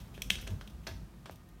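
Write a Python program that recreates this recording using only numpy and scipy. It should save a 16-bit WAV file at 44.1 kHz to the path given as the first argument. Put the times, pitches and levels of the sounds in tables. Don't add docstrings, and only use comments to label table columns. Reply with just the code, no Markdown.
import sys
import numpy as np
from scipy import signal
from scipy.fft import rfft, irfft
from scipy.io import wavfile

SR = 44100
rng = np.random.default_rng(int(sys.argv[2]) if len(sys.argv) > 2 else 0)


def transcribe(signal):
    frames = np.atleast_2d(signal).T
    limited = np.clip(frames, -1, 1)
    pcm = np.round(limited * 32767).astype(np.int16)
    wavfile.write(sys.argv[1], SR, pcm)


N = 70560

# start_s, level_db, contact_s, brightness_db_per_octave, room_send_db
CLAW_TICKS = [(.1782, -29, 0.00022, -11, 3), (0.2197, -16, 0.00072, -4.5, -5),
              (0.2206, -14.5, 0.00018, 4.5, 0.5), (0.3043, 1.5, 0.00021, -3.5, -0.5),
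              (0.3558, -17, 0.000057, -3.5, -0.5), (.4280, -28, .0004, -11, 1),
              (0.611, -31, 0.00019, 1.5, 2.5), (1.311, -37, .0008, 7, 5), (1.3585, -37.5, 0.0016, 9, -1)]
# start_s, level_db, length_s, brightness_db_per_octave, rasp_hz, room_send_db
SCRAPES_GRIT_AND_RUSTLE = [(.002, -31, 0.028, 5.5, 4300, 4), (0.142, -30.5, 0.02, 4, 2760, 10.5),
                           (0.2208, -15.5, 0.0076, 2.5, 6360, -3), (0.241, -32, 0.014, -5, 6100, -3),
                           (0.3011, -8.5, 0.0024, .5, 1900, 2), (0.3052, -14.5, 0.004, 3.5, 8500, 8),
                           (0.411, -27, 0.019, 3.5, 12900, 7), (0.4736, -18.5, 0.01, 0, 7750, 1),
                           (.504, -30.5, 0.013, 1.5, 12030, -14), (0.612, -31.5, 0.012, 1.5, 4560, 4.5),
                           (0.675, -27, 0.0075, 4, 3400, -0.5), (0.698, -37, 0.016, 7, 4970, -5),
                           (0.833, -38, 0.028, 6, 2850, -6.5), (0.867, -22, 0.031, -0.5, 12900, 8.5),
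                           (1.2568, -29.5, 0.0063, -1.5, 9000, 9), (1.318, -33, 0.023, 3.5, 12800, -2),
                           (1.487, -41, 0.013, 6.5, 12000, -1)]
# frequency_hz, level_db
CLAW_SPECTRUM = [(100, -41.5), (600, -27.5), (850, -30.5), (1300, -23), (1900, -9.5), (2600, -0.5),
                 (3250, -3), (3900, -8.5), (4750, -17), (5400, -11.5), (6250, -13), (7100, -20),
                 (8000, -19.5), (9900, -21.5), (10600, -23.5), (14200, -20.5), (16000, -35)]
# pitch_hz, level_db, t60_s
CLAW_MODES = [(3260, -25, 0.02), (3390, -36.5, 0.0067), (6100, -41, 0.018)]

# start_s, level_db, contact_s, brightness_db_per_octave, spot_hz, ring_db, room_send_db
FRAME_KNOCKS = [(0.1788, -29, 0.0019, -3.5, 400, -4, -1.5), (.3830, -27.5, 0.0041, 3, 1500, -13, 9.5),
                (0.4698, -24.5, 0.01, -2, 400, -2.5, 8), (.6122, -24, 0.00043, -2, 1430, -17, 2.5),
                (.8692, -17.5, 0.00452, 1, 2300, -2.5, 4), (0.8725, -17, 0.0045, 2.3, 4430, -5.5, -0.5),
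                (0.8777, -22.5, 0.0073, -1.5, 660, -5.5, -3), (0.8895, -24.5, 0.0065, 0, 700, -10, -8),
                (0.911, -29.5, 0.0067, -3, 2300, -8, 2), (0.938, -37, .012, 4, 2000, -4, -1),
                (1.139, -36.5, 0.0033, -6.5, 500, -4, -7), (1.258, -25, 0.0098, -1.5, 1000, -6, 5),
                (1.2962, -18.5, 0.002, -5.5, 710, -18, -10)]
# frequency_hz, level_db
WOOD_SPECTRUM = [(60, -16), (300, 3), (700, 0.5), (1100, 2.5), (2200, 1.5), (3200, -11), (4400, -3),
                 (6200, -6.5), (8000, -19), (16000, -35)]
# pitch_hz, level_db, t60_s
FRAME_MODES = [(415, -5.5, .11), (619, -8, 0.048), (657.5, 1, 0.13), (933.7, -4, 0.13), (1075, -6.5, 0.068),
               (1323, -5, 0.11), (1590, -5.5, .09), (1690, -2, .08), (2114, -13, .07), (2467, -13.5, .09),
               (4230, -1.5, 0.019), (5300, -16.5, .06), (5870, -21, .06)]
FRAME_RING_DB = -30
SPOT_DB, SPOT_OCTAVES = 6.5, 0.42

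# start_s, level_db, pitch_hz, rise_s, t60_s
PAD_THUMPS = [(.003, -41, 55.6, 0.013, 0.067), (0.147, -47, 58, 0.008, 0.11),
              (.245, -39, 48.7, 0.015, 0.47), (0.302, -38.5, 185.6, 0.011, 0.13),
              (.305, -45, 81, 0.022, 0.19), (.365, -37, 47.6, .015, 0.15), (.420, -39.5, 50.8, .02, 0.9),
              (0.496, -32, 95.4, .04, 0.18), (0.554, -37.5, 126, 0.0097, 0.083),
              (.570, -40, 48.8, .015, 0.28), (.660, -47.5, 203.3, 0.018, 0.2),
              (0.734, -44.5, 66, 0.0082, 0.25), (0.904, -40, 91.9, 0.015, 0.27),
              (0.938, -38.5, 55.8, 0.018, .25), (1.010, -43, 52, 0.015, .15),
              (1.024, -46.5, 146, 0.0093, 0.094), (1.315, -45, 65.6, 0.0059, .12),
              (1.335, -50.5, 169.8, 0.011, 0.17)]
# frequency_hz, level_db
PAD_SPECTRUM = [(25, -36), (50, -1.5), (110, 2), (200, -1), (300, -12.5), (600, -22.5), (2000, -45)]
PATTER_DB = -11

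# centre_hz, t60_s
ROOM_DECAY = [(200, 0.77), (900, 0.43), (3200, 0.3657), (6000, 0.4), (14000, 0.27)]
# frequency_hz, level_db
ROOM_SPECTRUM = [(100, 2), (1000, 0.5), (1800, -1), (2300, -4), (2900, -2), (3550, 0.5), (4400, 2),
                 (6000, 1), (9000, 2), (15000, 1.5)]
TAIL_DB, TAIL_ONSET_S = -7.5, 0.0026
EARLY_DB, EARLY_PEAK_S = -14.5, 0.0027

# frequency_hz, level_db
HISS_SPECTRUM = [(220, -33), (380, -1.5), (865, -4.5), (1200, -6.5), (1770, -11.5), (1910, -11),
                 (15500, -27.5)]
HISS_DB, HISS_FALL_DB_PER_S = -61.5, 3.5
# frequency_hz, level_db
RUMBLE_SPECTRUM = [(20, -24.5), (32, -22.5), (48, 6), (70, -2.5), (100, -3), (150, -4), (210, -6.5),
                   (280, -17), (340, -14), (420, -26), (700, -44)]
RUMBLE_DB, RUMBLE_FALL_DB_PER_S = -48.5, 3
# pitch_hz, level_db
HUM_TONES = [(721, -86), (1227, -82), (1556, -87.5), (1846, -88.5)]
HUM_WIDTH_HZ, HUM_RISE_DB_PER_S = 9, 4

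LOW_CUT_HZ, TOP_HZ = 36, 15900


def undb(db):
    return 10 ** (np.asarray(db) / 20)


def unit(x):
    return x / np.sqrt(np.sum(x ** 2) + 1e-18)


def on_log_axis(points, hz):
    p = np.array(points, float)
    return np.interp(np.log(np.maximum(hz, 1)), np.log(p[:, 0]), p[:, 1])


def response(points, tilt_db=0, spot_hz=None, size=8192):
    hz = np.maximum(np.fft.rfftfreq(size, 1 / SR), 10)
    db = on_log_axis(points, hz) + tilt_db * np.log2(np.maximum(hz, 400))
    if spot_hz:
        octaves_away = np.log2(hz / spot_hz)
        db = db + SPOT_DB * np.exp(-(octaves_away / SPOT_OCTAVES) ** 2)
    cepstrum = irfft(db * np.log(10) / 20)
    cepstrum[1:size // 2] *= 2
    cepstrum[size // 2 + 1:] = 0
    return unit(irfft(np.exp(rfft(cepstrum))))


def through(x, ir):
    return signal.fftconvolve(x, ir)[:len(x)]


def add(out, start_s, x):
    i = max(int(start_s * SR), 0)
    out[i:i + len(x)] += x[:N - i]


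def even_noise(shape, count=4):
    x = rng.standard_normal(len(shape)) * shape
    for _ in range(count):
        flat = irfft(np.exp(1j * np.angle(rfft(x))))
        x = flat * np.sqrt(shape / shape.max())
    return unit(x)


def contact(length_s, size=4096):
    t = np.arange(size) / SR
    return even_noise(np.exp(-(t / length_s) ** 2))


def ringing(modes):
    t = np.arange(SR // 2) / SR
    return sum(undb(db - 60 * t / t60) * np.sin(2 * np.pi * hz * t) for hz, db, t60 in modes)


def claws():
    direct, send = np.zeros(N), np.zeros(N)
    for start_s, level_db, contact_s, tilt_db, room_db in CLAW_TICKS:
        body = ringing(CLAW_MODES)
        add(body, 0, response(CLAW_SPECTRUM, tilt_db))
        tick = undb(level_db) * unit(through(body, contact(contact_s)))
        add(direct, start_s, tick)
        add(send, start_s, tick * undb(room_db))
    for start_s, level_db, length_s, tilt_db, rasp_hz, room_db in SCRAPES_GRIT_AND_RUSTLE:
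        rasp = response(CLAW_SPECTRUM, tilt_db, rasp_hz)
        rough = undb(level_db) * unit(through(contact(length_s), rasp))
        add(direct, start_s, rough)
        add(send, start_s, rough * undb(room_db))
    return direct, send


def frame_knocks():
    direct, send = np.zeros(N), np.zeros(N)
    ring = ringing(FRAME_MODES)
    for start_s, level_db, contact_s, tilt_db, spot_hz, ring_db, room_db in FRAME_KNOCKS:
        body = undb(FRAME_RING_DB + ring_db) * ring
        add(body, 0, response(WOOD_SPECTRUM, tilt_db, spot_hz))
        knock = undb(level_db) * through(body, contact(contact_s))
        add(direct, start_s, knock)
        add(send, start_s, knock * undb(room_db))
    return direct, send


def pads():
    out = np.zeros(N)
    t = np.arange(SR // 2) / SR
    pad = response(PAD_SPECTRUM)
    for start_s, level_db, pitch_hz, rise_s, t60 in PAD_THUMPS:
        swell = np.sin(np.pi / 2 * np.minimum(t / rise_s, 1))
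        decay = undb(-60 * np.maximum(t - rise_s, 0) / t60)
        boom = np.sin(2 * np.pi * pitch_hz * t)
        patter = undb(PATTER_DB) * through(rng.standard_normal(len(t)), pad)
        add(out, start_s, undb(level_db) * swell * decay * (boom + patter))
    return out


def room(x):
    t, hz = np.arange(N) / SR, np.fft.rfftfreq(N, 1 / SR)
    noise = rfft(rng.standard_normal(N))
    colour = undb(on_log_axis(ROOM_SPECTRUM, hz))
    tail = 0
    for centre, t60 in ROOM_DECAY:
        band = on_log_axis([(f, float(f == centre)) for f, _ in ROOM_DECAY], hz)
        tail = tail + irfft(noise * band * colour, N) * undb(-60 * t / t60)
    tail = unit(tail * (1 - np.exp(-t / TAIL_ONSET_S)))
    early = even_noise(t * np.exp(-t / EARLY_PEAK_S), count=2)
    return through(x, undb(TAIL_DB) * tail + undb(EARLY_DB) * early)


def steady_noise(gain):
    phase = np.exp(2j * np.pi * rng.random(len(gain)))
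    return np.sqrt(N) * unit(irfft(gain * phase, N))


def background():
    t, hz = np.arange(N) / SR, np.fft.rfftfreq(N, 1 / SR)
    low_cut = hz / np.hypot(hz, 120)
    hiss = steady_noise(undb(on_log_axis(HISS_SPECTRUM, hz)) * low_cut)
    hiss = hiss * undb(HISS_DB - HISS_FALL_DB_PER_S * t)
    rumble = steady_noise(undb(on_log_axis(RUMBLE_SPECTRUM, hz)))
    rumble = rumble * undb(RUMBLE_DB - RUMBLE_FALL_DB_PER_S * t)
    hum = 0
    for pitch_hz, level_db in HUM_TONES:
        narrow_band = 1 / (1 + ((hz - pitch_hz) / HUM_WIDTH_HZ) ** 2)
        hum = hum + undb(level_db) * steady_noise(narrow_band)
    return hiss + rumble + hum * undb(HUM_RISE_DB_PER_S * t)


def scene():
    claw_sound, claw_send = claws()
    knock_sound, knock_send = frame_knocks()
    mix = claw_sound + knock_sound + pads() + room(claw_send + knock_send) + background()
    return mix[None]


def record(dry):
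    low_cut = signal.butter(4, LOW_CUT_HZ, "highpass", fs=SR, output="sos")
    top_cut = signal.ellip(8, .2, 70, TOP_HZ, fs=SR, output="sos")
    return signal.sosfilt(top_cut, signal.sosfilt(low_cut, dry))


dry = scene()
out = record(dry)
transcribe(out)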